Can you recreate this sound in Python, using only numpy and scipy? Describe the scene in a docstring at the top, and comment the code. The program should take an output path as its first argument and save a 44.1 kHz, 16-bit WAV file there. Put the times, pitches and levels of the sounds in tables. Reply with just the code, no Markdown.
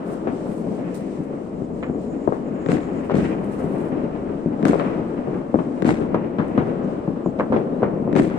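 """A throbbing rumble of countless far fireworks over a night city, with cloth rustling and ticking close by.
Farther shells bang and roll, each bang a minimum-phase front with decaying echoes; a thin squeal comes
from the road, then short whistles, a snap and a narrow-band tick, all sines of unsteady pitch. A battery
close by fires single shots that the same house fronts return each time; every bang lifts the noisy roar.
Two microphone ports of a phone on a high balcony hear it, differing in colour, level and arrival time."""
import sys
import numpy as np
from scipy import signal
from scipy.fft import rfft, irfft, next_fast_len
from scipy.io import wavfile
from scipy.ndimage import uniform_filter1d, minimum_filter1d

SR = 44100
rng = np.random.default_rng(int(sys.argv[2]) if len(sys.argv) > 2 else 0)


def generate_wav(sig):
    """Save sig (samples, or channels by samples) to the path in sys.argv[1] as 16-bit PCM at SR."""
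    pcm = np.round(np.clip(np.atleast_2d(sig).T, -1, 1) * 32767).astype(np.int16)
    wavfile.write(sys.argv[1], SR, pcm)


N = 369558

# Shots of the near battery. Each row: time in seconds, levels of crack, thump and sizzle in dB,
# level added to all house fronts in dB, extra brightness of the first house front in dB.
SHOTS = [(2.6624, -23, -10.5, -49, -4, -3), (3.1172, -26, -9.5, -52.5, -3.5, -2),
         (4.6285, -24.5, -11.5, -47.5, -2, 22.5), (5.8225, -19.5, -8, -46.5, -3.5, -7),
         (8.1293, -24, -11, -51, 0.5, -2)]
# Bangs of farther shells, some with their wall echoes, second arrivals or tails as rows of their own.
# Each row: time in seconds, levels of knock, thump and crack in dB, left minus right in dB,
# echo level in dB, knock pitch in semitones (before a common shift), crack brightness in semitones,
# blur of the front in dB.
SHELLS = [(0.272, -14.5, -18.5, -30.5, 4.5, -21.5, 0.8, -3, -2),
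          (0.513, -40, -20, -40, -4.5, -31, -1.2, 1.6, -1), (0.642, -37, -20, -58, 0, -27, -8, -2.4, -2),
          (0.672, -40, -16, -64, 1, -22, 0, -3.8, -2), (0.72, -22, -23.5, -58, 2.5, -22.5, -8, -0.6, 1),
          (1.188, -46, -18, -60, -6, -22.5, -6.0, 1.9, -4), (1.619, -29.5, -16, -62, 8, -29, -2, -9, -1),
          (1.8277, -19, -24, -27, -2.5, -22, -2, -7, -1.5), (1.897, -28, -12, -62, 8, -27, -1, -4.9, -2.5),
          (1.947, -25, -20.5, -62, 4.5, -25, -2, -1, -3), (2.2759, -11, -16, -45, 9, -36, -4.5, -8, -11),
          (2.279, -12, -13, -48, 5, -25.5, -2.5, -8.0, -5.5),
          (2.289, -19, -12.5, -58, 1, -31, -6, -8.0, -7), (2.323, -13, -38, -41, 5, -21, 0.5, -6.5, -6),
          (2.522, -43, -19.5, -57, 0, -23.5, -11, -11, -3), (2.887, -23, -28, -50, 15, -28, -1, -6.7, -3),
          (2.921, -37, -17.5, -58, -4, -27, -2.7, -3.7, -5.5),
          (3.097, -11.5, -26, -31, 2, -29.5, 2.5, -7.3, -2.5),
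          (3.107, -19, -22, -28.5, 1.5, -20.5, 1.5, -1.3, -6), (3.203, -42, -16, -34, 3, -21.5, -6.0, 0, 0),
          (3.225, -37, -20, -41, 4, -20, -6, -2.0, -4), (3.25, -34, -21, -33, 3, -21.5, -6, 6, -3),
          (3.293, -42, -33, -40, -2.5, -21, 0.5, -2.0, -2), (3.415, -29.5, -26, -54, 6, -29, -4.5, -4.3, 0),
          (3.642, -34, -16, -40, 5, -23.5, -2, 0.5, -7), (3.74, -41, -15, -45, 3, -25, -11, -0.3, -2),
          (3.806, -32, -22, -40, 0.5, -21.5, -6.0, -5.9, -3), (4.459, -44, -13, -50, 5, -23, -6.0, 0.6, -8),
          (4.508, -32, -19, -57, 10, -23, -2, -3.4, -4), (4.595, -29, -24, -54, 8, -35.5, -1, -6, -7),
          (4.732, -9.5, -21, -26.5, 4.5, -29, 2.5, -12, -4),
          (4.742, -10.5, -25, -31, 7.5, -31, -0.5, -1.2, -4),
          (4.756, -13, -23, -38, 5.5, -30, -4.3, -6.7, -4.5), (4.797, -17, -23, -32, 6.5, -21, 3.5, -2, 1),
          (4.818, -18.5, -26, -40, 6.5, -30, -7.5, -5.5, -2.5),
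          (4.839, -30.5, -33, -40, 12, -16, -6, 0, -4), (4.899, -21, -16, -42, 8, -25, -5, -8, -1),
          (5.273, -20, -16.5, -44, 9, -21.5, -5.5, -10, 0),
          (5.333, -28.5, -27.5, -46.5, 1, -13.5, -3.2, -8.5, -6),
          (5.5423, -9.5, -9.5, -42, 4.5, -34, 0, -2, -8), (5.5459, -13.5, -7, -53, 4, -28, -3.5, -6, -6),
          (5.556, -18, -12, -56, 6, -31.5, 1, -6.7, -7),
          (5.588, -14, -16, -35.5, 5.5, -21.5, -0.9, -7, 0.5),
          (5.999, -23, -41, -43.5, 16, -16, -5, -7.7, -4),
          (6.1444, -7, -14, -27, 1.5, -23.5, 0.8, -4.6, -0.5), (6.385, -15, -15, -32, 3, -18, 5, -5, 0),
          (6.505, -23, -18.5, -63, 7.5, -25, -5.5, -5, -3.5),
          (6.577, -9.5, -9.5, -28.5, 4, -20, 3, -5.4, 0.5), (6.822, -28, -24, -46, 0, -22, -6, -4.5, -2),
          (7.077, -19, -13.5, -59, 1.5, -20.5, -5, -6.4, -7),
          (7.26, -16.5, -8.5, -61, 0.5, -23.5, -4, -7.9, 2), (7.389, -17, -15.5, -33, -2.5, -34, -5, -5, 1),
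          (7.397, -11, -17.5, -33, -2, -23, 3, -6, 5.5), (7.407, -13, -15, -41, -1, -21.5, 5.5, -5, 1),
          (7.425, -31, -30, -47, 0, -20, -3, -8.0, -2), (7.501, -37, -16.5, -55, -5, -18.5, -7, -5.6, -4),
          (7.523, -10.5, -15, -32.5, -3, -18, -0.4, -5, -0.5),
          (7.543, -24, -19.5, -35.5, 1.5, -23, 8, -5.7, -1),
          (7.5633, -9.5, -15.5, -28, 4.5, -22, -4.5, 0.7, -2),
          (7.675, -23, -22, -62, -6.5, -29, -2, -3, -1), (7.723, -34, -21, -52, 1, -33, -8, -5.9, -4),
          (7.821, -18.5, -21.5, -42, 1, -16, 0.8, -5, -4), (7.829, -6, -8.5, -27.5, 1.5, -24, 3.5, 2, 0),
          (8.076, -18, -15.5, -52, -0.5, -21.5, -4, -6, -8),
          (8.183, -32, -10.5, -29.5, 0, -26, -9, -0.0, -1), (8.191, -34, -21, -21, 5, -33, -4.5, 1, -3.5),
          (8.3, -28, -33, -40, 3, -14.5, -2.5, -4.9, -2)]
ALIKE = (0.25, 0.9, 0.55)  # share of echo power common to both ports: middle, low, high band


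def undb(db):
    """Amplitude ratio of a level: 20 dB is a factor of ten."""
    return 10 ** (np.asarray(db) / 20)


def read(table, hz):
    """A spectrum as straight lines between (Hz, value) points on a log-frequency axis."""
    points_hz, values = np.transpose(table)
    return np.interp(np.log(hz + 1), np.log(points_hz), values)


def split(hz, low_hz, high_hz, order=4):
    """Crossover: gains of a middle, a low and a high band whose powers overlap smoothly."""
    low = 1 / (1 + (hz / low_hz) ** 4)
    high = 1 / (1 + (high_hz / (hz + 1)) ** order)
    return np.sqrt(np.array([(1 - low) * (1 - high), low, high]) + 1e-9)


def pulse(gain):
    """Minimum-phase response of a gain curve, peak 1: the treble comes first, the bass follows."""
    cepstrum = irfft(np.log(gain))
    # folding the cepstrum onto positive time makes the response causal
    cepstrum[1:len(gain) - 1] *= 2
    cepstrum[len(gain):] = 0
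    response = irfft(np.exp(rfft(cepstrum)))[:len(gain)]
    return response / np.abs(response).max()


def walk(rate):
    """Slow random modulation: levels held 1 / rate seconds and slewed twice; spread near 1."""
    hold = int(SR / rate)
    steps = np.repeat(rng.standard_normal(N // hold + 1), hold)
    return 1.3 * uniform_filter1d(uniform_filter1d(steps, hold), hold)[:N]


def add(train, s, x, pan_db):
    """Interaural cues: sound from the left reaches the left port earlier and louder."""
    pan_db = np.clip(pan_db, -6, 6)
    for port, sign in enumerate((1, -1)):
        i = int(s * SR - 2 * sign * pan_db)
        part = x[port][:N - i]
        train[port, i:i + len(part)] += part * undb(sign * pan_db / 2)


def echoes(t60, rise, alike, lumpy_db, size=1 << 14):
    """Diffuse reverberation: lumpy noise swells and decays exponentially; the ports share part of it."""
    t60 = np.clip(t60, .006, 1.5)
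    both, *own = rng.standard_normal((3, size))[:, :int(t60 * SR)]
    t = np.arange(len(both)) / SR
    lumps = np.repeat(undb(lumpy_db * rng.standard_normal(size // 128 + 1)), 128)[:len(t)]
    share = np.clip(alike, 0, 1)
    shape = (1 - np.exp(-(t / rise) ** 2)) * undb(-60 * t / t60)
    return shape * lumps * (np.sqrt(share) * both + np.sqrt(1 - share) * np.array(own))


def rolling(base_db, layer):
    """Power summation: a layer's gain joins its own power to the power each bang leaves rolling."""
    # What a bang leaves over the town; rows are rumble, wash, deep roll, bright wash.
    # Each row: level relative to the bang in dB, rise in seconds, 60 dB decay time in seconds.
    after_shot = [(-10, 0.31, 0.5), (-20.5, 0.22, 0.99), (-24, .05, 1.1), (-29.5, 0.081, 0.83)]
    after_shell = [(-11.5, 0.1, 0.17), (-35, 0.045, 0.36), (-34, 0.025, 0.4), (-21.5, 0.034, 0.41)]
    # thumps feed rumble and deep roll, cracks and knocks the wash;
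    # the crack of either kind feeds the bright wash
    columns = ((2, 2), (1, 1), (2, 2), (1, 3))[layer]
    t = np.arange(N)[::128] / SR
    power = undb(base_db) ** 2
    for bangs, after, column in zip((SHOTS, SHELLS), (after_shot, after_shell), columns):
        bangs = np.array(bangs)
        db, rise, t60 = after[layer]
        since = np.maximum(t - bangs[:, :1], 0)
        swell = 1 - np.exp(-(since / rise) ** 2)
        each = swell * undb(bangs[:, column, None] + db - 60 * since / t60)
        power = power + np.interp(np.arange(N) / SR, t, np.sum(each ** 2, axis=0))
    return np.sqrt(power)


def city():
    """Superposed far shells become modulated noise, partly coherent between the ports; air hisses on top."""
    # Background. Each row: time in seconds, levels of rumble, wash, hiss, bright wash and deep roll in dB.
    background = [(0.0, -28, -36, -58, -67, -47.5), (0.7, -24.5, -45.5, -56, -55, -54),
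                  (0.87, -25.5, -38, -56.5, -47.5, -51), (1.02, -26.5, -44.5, -55, -54.5, -52),
                  (1.4, -28, -45, -60.5, -61, -47), (1.91, -25.5, -49, -59.5, -60, -48),
                  (2.63, -26.5, -36.5, -59, -52, -50), (3.17, -25.5, -40.5, -56.5, -51.5, -41.5),
                  (3.24, -28, -38, -47, -40, -38), (3.38, -24, -36.5, -59.5, -50, -50.5),
                  (4.15, -24.5, -38, -62, -54.5, -44), (4.46, -27, -40.5, -60, -57, -48),
                  (4.67, -21, -36.5, -60, -55, -53), (4.81, -22, -29.5, -53, -44.5, -54),
                  (5.02, -24.5, -36, -61, -54, -45.5), (5.86, -26, -40, -57.5, -58, -56),
                  (6.02, -23, -38.5, -58.5, -59, -63), (6.18, -24, -39, -61, -49, -45),
                  (6.42, -27.5, -41, -63.5, -58, -42), (6.6, -22, -36, -60, -49, -49),
                  (7.0, -25.5, -37.5, -62, -60, -49), (7.35, -27, -40, -63, -73, -49.5),
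                  (8.12, -20.5, -44, -63, -51, -52.5), (8.27, -23.5, -49, -51, -51, -58),
                  (8.31, -28, -50.5, -61, -47, -56), (8.38, -23, -32, -58, -45, -53)]
    # Spectrum of the roar. Each row: frequency in Hz, spectral level in dB per Hz.
    roar = [(20, -21), (80, -25.5), (175, -2), (260, 0), (590, -8.5), (800, -16), (1300, -21), (2200, -37),
            (3000, -39), (3500, -46.5), (4500, -49.5), (6500, -54), (8400, -52), (10000, -64),
            (15700, -80.5)]
    # Directness. Each row: frequency in Hz, share of the power that comes from one side.
    direct = [(60, 0.92), (170, 0.94), (300, 0.8), (800, 0.19), (2000, 0.37), (6000, 0.078)]
    bright_hz, bright_octaves = 2255, 0.49
    deep_hz, deep_width_hz = 80.4, 48
    drift_db, drift_per_s = 1, 5  # wash and bright wash each wander on their own

    s, *curves = np.transpose(background)
    t, size = np.arange(N) / SR, next_fast_len(N)
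    rumble_db, wash_db, hiss_db, bright_db, deep_db = (np.interp(t, s, db) for db in curves)
    wash = rolling(wash_db + drift_db * walk(drift_per_s), layer=1)
    rumble = rolling(rumble_db, layer=0)
    bright = rolling(bright_db + drift_db * walk(drift_per_s), layer=3)
    levels = wash, rumble, undb(hiss_db), bright

    # each far shell lifts the roar at once and lets it sink
    hits = (rng.random(N) < 70 / SR) * rng.exponential(0.2, N)
    throb = 1 + signal.lfilter([1], [1, -np.exp(-1 / (0.033 * SR))], hits)
    flickers = throb ** .6, throb ** .8, undb(1.8 * walk(16)), throb * undb(1.5 * walk(40))

    hz = np.fft.rfftfreq(size, 1 / SR)
    bright_band = np.exp(-(np.log2(hz / bright_hz + 1e-9) / bright_octaves) ** 2)
    gains = *split(hz, 784, 4620), bright_band
    share = np.clip(read(direct, hz), 0, 1)
    # above the bass the left port hears the shared part 26 samples ahead
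    lag = np.exp(-2j * np.pi * np.maximum(hz - 450, 0) * 26 / SR)
    out = 0
    for gain, level, flicker in zip(gains, levels, flickers):
        one, left, right = rfft(rng.standard_normal((3, N)) * flicker, size)
        from_left = np.sqrt(share) * one * np.array([lag ** 0, lag])
        all_around = np.sqrt(1 - share) * np.array([left, right])
        x = irfft((from_left + all_around) * gain * undb(read(roar, hz)), size)[:, :N]
        out = out + x / x.std() * level

    # the deepest part of the bangs rolls on, alike in both ports
    deep_band = np.exp(-((hz - deep_hz) / deep_width_hz) ** 2)
    deep = irfft(rfft(rng.standard_normal(N), size) * deep_band, size)[:N]
    return out + deep / deep.std() * rolling(deep_db + 2.6 * walk(7.1), layer=2)


def cloth_and_ticks():
    """Friction and impact: cloth is flickering noise, a tick an impulse with a short ring-out."""
    # Cloth near the phone. 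Each row: start of the hold in seconds, hold in seconds, level in dB.
    cloth_moves = [(0.08, 0.057, -62.5), (0.48, 0.053, -66), (0.593, .015, -69), (0.745, .015, -72),
                   (3.407, 0.068, -75), (3.525, 0.33, -66.5)]
    # Small ticks. Each row: time in seconds, level in dB, left minus right in dB.
    tick_times = [(0.842, -65, -5), (0.945, -35.5, -8), (0.951, -33.5, 9), (1.234, -50, -3),
                  (1.2494, -64, 5), (1.2805, -62, 6), (1.3443, -63, -8), (3.042, -50, -3), (3.4385, -48, 4),
                  (3.5274, -55, -8), (3.718, -55, 0), (3.7837, -45, -3), (6.477, -51, -11),
                  (7.452, -57, -0.5)]
    # Colour of both. Each row: frequency in Hz, gain in dB.
    rustle = [(1500, -43.5), (4000, -12), (6500, -13.5), (8500, -6), (10500, -13), (16000, -27)]
    rise_db_s, fall_db_s = 307, 197  # slopes of the cloth before and after its hold

    train, t = np.zeros((2, N)), np.arange(N) / SR
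    for s, db, pan_db in tick_times:
        tick = echoes(0.19, 0.0011, 0.16, lumpy_db=4.0) * undb(-19.0)
        tick[:, 0] = 1
        add(train, s, tick * undb(db), pan_db)
    cloth = 0
    for s, hold, db in cloth_moves:
        before, after = np.maximum(s - t, 0), np.maximum(t - s - hold, 0)
        cloth = cloth + undb(db - rise_db_s * before - fall_db_s * after)
    train += cloth * undb(2.5 * walk(60)) * rng.standard_normal((2, N))
    response = pulse(undb(read(rustle, np.fft.rfftfreq(1024, 1 / SR))))
    return signal.oaconvolve(train, response[None], axes=1)[:, :N]


def shells():
    """Absorption with distance dulls each bang differently; it snaps, then drags a decaying roll of echoes."""
    # Spectrum of a far bang. Each row: frequency in Hz, gain in dB.
    far_bang = [(20, -40), (70, -21.5), (160, -3), (310, -1), (600, -8.5), (1000, -16), (2000, -24.5),
                (3200, -36), (5500, -49.5), (8300, -57.5), (10500, -74.5), (16000, -89.5)]
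    # from 5.95 s a nearer display fires; before, the air has taken the top off each crack
    nearer_from_s, crack_top_hz = 5.95, (6000, 11000)  # tops of a usual bang: far, nearer display
    knock_shift = 2.8  # semitones added to every knock
    focus = .6  # dB that the bare front gains for each dB less blur
    late_s, spread = (0, 0.00095, 0), (.8, 0.14, 0.84)  # the thump comes later and less directed
    # levels below: knock, thump, crack
    snap_db, snap_t60_s = (-21.5, -37.5, -12.5), 0.043  # nearest walls thicken the front
    bounce_s, bounce_db = 0.0018, (-10.5, -13.5, -12)  # the ground returns each bang at once
    echo_offset_db, usual_t60_s = (-4, -1, 7.5), (0.22, 0.19, 0.2)
    echo_usual_db, longer_per_db = -22.5, 0.09  # strong echoes also ring longer
    dulling = signal.butter(1, 2820, fs=SR)  # echoes travel farther and come back duller

    def colour(f):
        """Spectral shaping: far bang split into middle, low and high band."""
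        return split(f, 302, 1160, order=8) * undb(read(far_bang, f))

    out, hz = np.zeros((2, N)), np.fft.rfftfreq(2048, 1 / SR)
    for s, *shell_db, pan_db, echo_db, pitch, bright, blur_db in SHELLS:
        top_hz = crack_top_hz[int(s > nearer_from_s)] * 2 ** (bright / 12)
        knock = colour(hz / 2 ** ((pitch + knock_shift) / 12))[0]
        thump = colour(hz)[1]
        crack = colour(hz)[2] / np.sqrt(1 + (hz / top_hz) ** 8)
        longer = np.exp(longer_per_db * (echo_db - echo_usual_db))
        for band, gain in enumerate((knock, thump, crack)):
            snap = echoes(snap_t60_s, .0002, .6, lumpy_db=2.5, size=4096) * undb(snap_db[band] + blur_db)
            snap[:, 0] = undb(-focus * blur_db)
            snap[:, int(bounce_s * SR)] += undb(bounce_db[band])
            roll = echoes(usual_t60_s[band] * longer, .004, ALIKE[band], lumpy_db=2)
            roll *= undb(echo_db + echo_offset_db[band])
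            arrivals = np.zeros((2, max(snap.shape[1], roll.shape[1])))
            arrivals[:, :snap.shape[1]] += snap
            arrivals[:, :roll.shape[1]] += signal.lfilter(*dulling, roll)
            bang = -signal.fftconvolve(arrivals, pulse(gain)[None], axes=1)  # inverted polarity
            add(out, s + late_s[band], bang * undb(shell_db[band]), pan_db * spread[band])
    return out


def squeal():
    """Amplitude and frequency modulation: a thin unsteady tone in a breathy band, and short gated sines."""
    # Loudness of the long tone. Each row: time in seconds, level in dB.
    tone_levels = [(1.55, -79), (2.0, -72), (2.1, -65), (2.4, -79), (2.57, -66), (2.7, -64), (3.03, -75),
                   (3.3, -78), (3.7, -84)]
    # Short whistles, a snap and a narrow-band tick, all sines of unsteady pitch.
    # Each row: start and end in seconds, start and end pitch in Hz, level in dB, wobble in Hz.
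    short_tones = [(3.24, 3.28, 3700, 3600, -54, 200), (6.82, 6.87, 6900, 6800, -64, 700),
                   (7.23, 7.32, 7100, 7000, -64, 220), (7.7, 7.86, 3700, 4200, -73, 70)]
    tone_hz, breath_db, breath_width_hz = 7100, -3.5, 550
    beat_hz, beat_depth = 410, .5  # a fast throb puts fainter lines either side; its depth wavers

    t = np.arange(N) / SR
    gain = undb(np.interp(t, *np.transpose(tone_levels), -140, -140) + 3.3 * walk(70))
    gain *= 1 + beat_depth * undb(3 * walk(15)) * np.cos(2 * np.pi * beat_hz * t)
    out = gain * np.sin(2 * np.pi * np.cumsum(tone_hz + 25 * walk(200)) / SR)
    edges_hz = (tone_hz - breath_width_hz, tone_hz + breath_width_hz)
    band = signal.butter(2, edges_hz, "band", fs=SR, output="sos")
    out += gain * undb(breath_db) * 4 * signal.sosfilt(band, rng.standard_normal(N))
    for start, end, start_hz, end_hz, db, wobble_hz in short_tones:
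        gate = np.clip(np.minimum(t - start, end - t) / .02, 0, 1)
        hz = np.interp(t, (start, end), (start_hz, end_hz)) + wobble_hz * walk(500)
        out += gate * undb(db + 3.3 * walk(60)) * np.sin(2 * np.pi * np.cumsum(hz) / SR)
    return out


def shocks(train, colour, edges_hz, order):
    """Convolution turns three trains of arrivals into the middle, low and high part of a shock front."""
    hz = np.fft.rfftfreq(4096, 1 / SR)
    shapes = [pulse(gain * undb(read(colour, hz)))[None] for gain in split(hz, *edges_hz, order=order)]
    return sum(signal.oaconvolve(x, shape, axes=1)[:, :N] for x, shape in zip(train, shapes))


def battery():
    """Specular, then diffuse reflection: house fronts return each shot, and scattered echoes swell."""
    # Arrivals of each shot, direct and off house fronts. Each row: levels added to crack, thump and sizzle
    # in dB, left minus right in dB, 60 dB decay time of the smear in seconds.
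    fronts = [(4, 0, -6, 7, 0.012), (10, 7.5, 2, 5.5, 0.012), (-1.5, -0.5, -10, -2.5, 0.043),
              (-0.5, -3.5, 13.5, 2, 0.069), (-8.5, 7, 1.5, -7, 0.079), (-5.5, 0.5, -12, -6.5, 0.065),
              (-10, -14, 6, 4, .08)]
    # Delay of each arrival after the direct one, in seconds.
    front_delays_s = (0, .0245, .043, .052, .064, .078, .09)
    # Swell of scattered echoes; rows are crack, thump, sizzle.
    # Each row: level in dB, rise in seconds, 60 dB decay time in seconds, lumpiness in dB.
    shot_roll = [(-16, 0.0063, 0.58, 5), (-25.5, 0.0027, 0.98, 3.5), (3.5, 0.017, 0.41, 3.5)]
    # Spectrum of a near bang. Each row: frequency in Hz, gain in dB.
    near_bang = [(20, -63.5), (70, -23.5), (160, 1), (310, 4), (600, -11), (900, -22), (2000, -28),
                 (3200, -39), (5500, -44.5), (8300, -41.5), (10500, -55.5), (16000, -68)]
    late_s, spread = (0, 0.00308, 0), (1, 0.66, 0.83)  # bass bends round corners: later, less directed
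    smear_db = (-15.5, -26.5, -8)  # rough walls smear each arrival: crack, thump, sizzle
    blur_db_s = 119  # later arrivals of crack and sizzle lose their edge, in dB per second of delay

    train = np.zeros((3, 2, N))
    for band in range(3):
        roll_db, rise, t60, lumpy_db = shot_roll[band]
        for s, *shot_db, fronts_db, bright_db in SHOTS:
            for delay, (*path_db, pan_db, smear_t60) in zip(front_delays_s, fronts):
                front = echoes(smear_t60, 0.0012, 0.33, lumpy_db=5.5, size=4096) * undb(smear_db[band])
                front[:, 0] = undb(-blur_db_s * delay * (band != 1))
                db = shot_db[band] + path_db[band] + fronts_db * (delay > 0)
                db += bright_db * (delay == front_delays_s[1]) * (.4, 0, 1)[band]
                add(train[band], s + delay + late_s[band], front * undb(db), pan_db * spread[band])
            roll = echoes(t60, rise, ALIKE[band], lumpy_db, size=SR)
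            roll *= undb(shot_db[band] + roll_db + fronts_db)
            add(train[band], s + front_delays_s[1], roll, 3 * spread[band])
    return shocks(train, near_bang, (900, 4200), order=4)


def scene():
    """Linear superposition of all sources at the two ports."""
    return city() + cloth_and_ticks() + shells() + squeal() + battery()


def record(dry):
    """Filtering and gain control: the ports differ in colour, a limiter eases loud peaks, the top is cut."""
    # Port colours. Each row: frequency in Hz, left minus right in dB.
    ports = [(60, 6), (500, 4.5), (1200, 2.5), (2500, -0.5), (4500, -1.5), (8500, -8.5), (12500, 6)]
    ceiling, limit_s, gain_db, top_hz = .95, .004, -1, 15780  # smoothing time; gain ahead of the limiter
    size, k = next_fast_len(N), int(limit_s * SR)
    tilt_db = read(ports, np.fft.rfftfreq(size, 1 / SR)) / 2
    x = irfft(rfft(dry, size) * undb([tilt_db, -tilt_db]), size)[:, :N] * undb(gain_db)
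    # the gain falls before a peak and recovers after it, equally in both ports
    room = minimum_filter1d(ceiling / np.maximum(np.abs(x).max(axis=0), ceiling), 2 * k + 1)
    gain = uniform_filter1d(uniform_filter1d(room, k), k)
    return signal.sosfilt(signal.ellip(10, .2, 80, top_hz, fs=SR, output="sos"), x * gain)


dry = scene()
out = record(dry)
generate_wav(out)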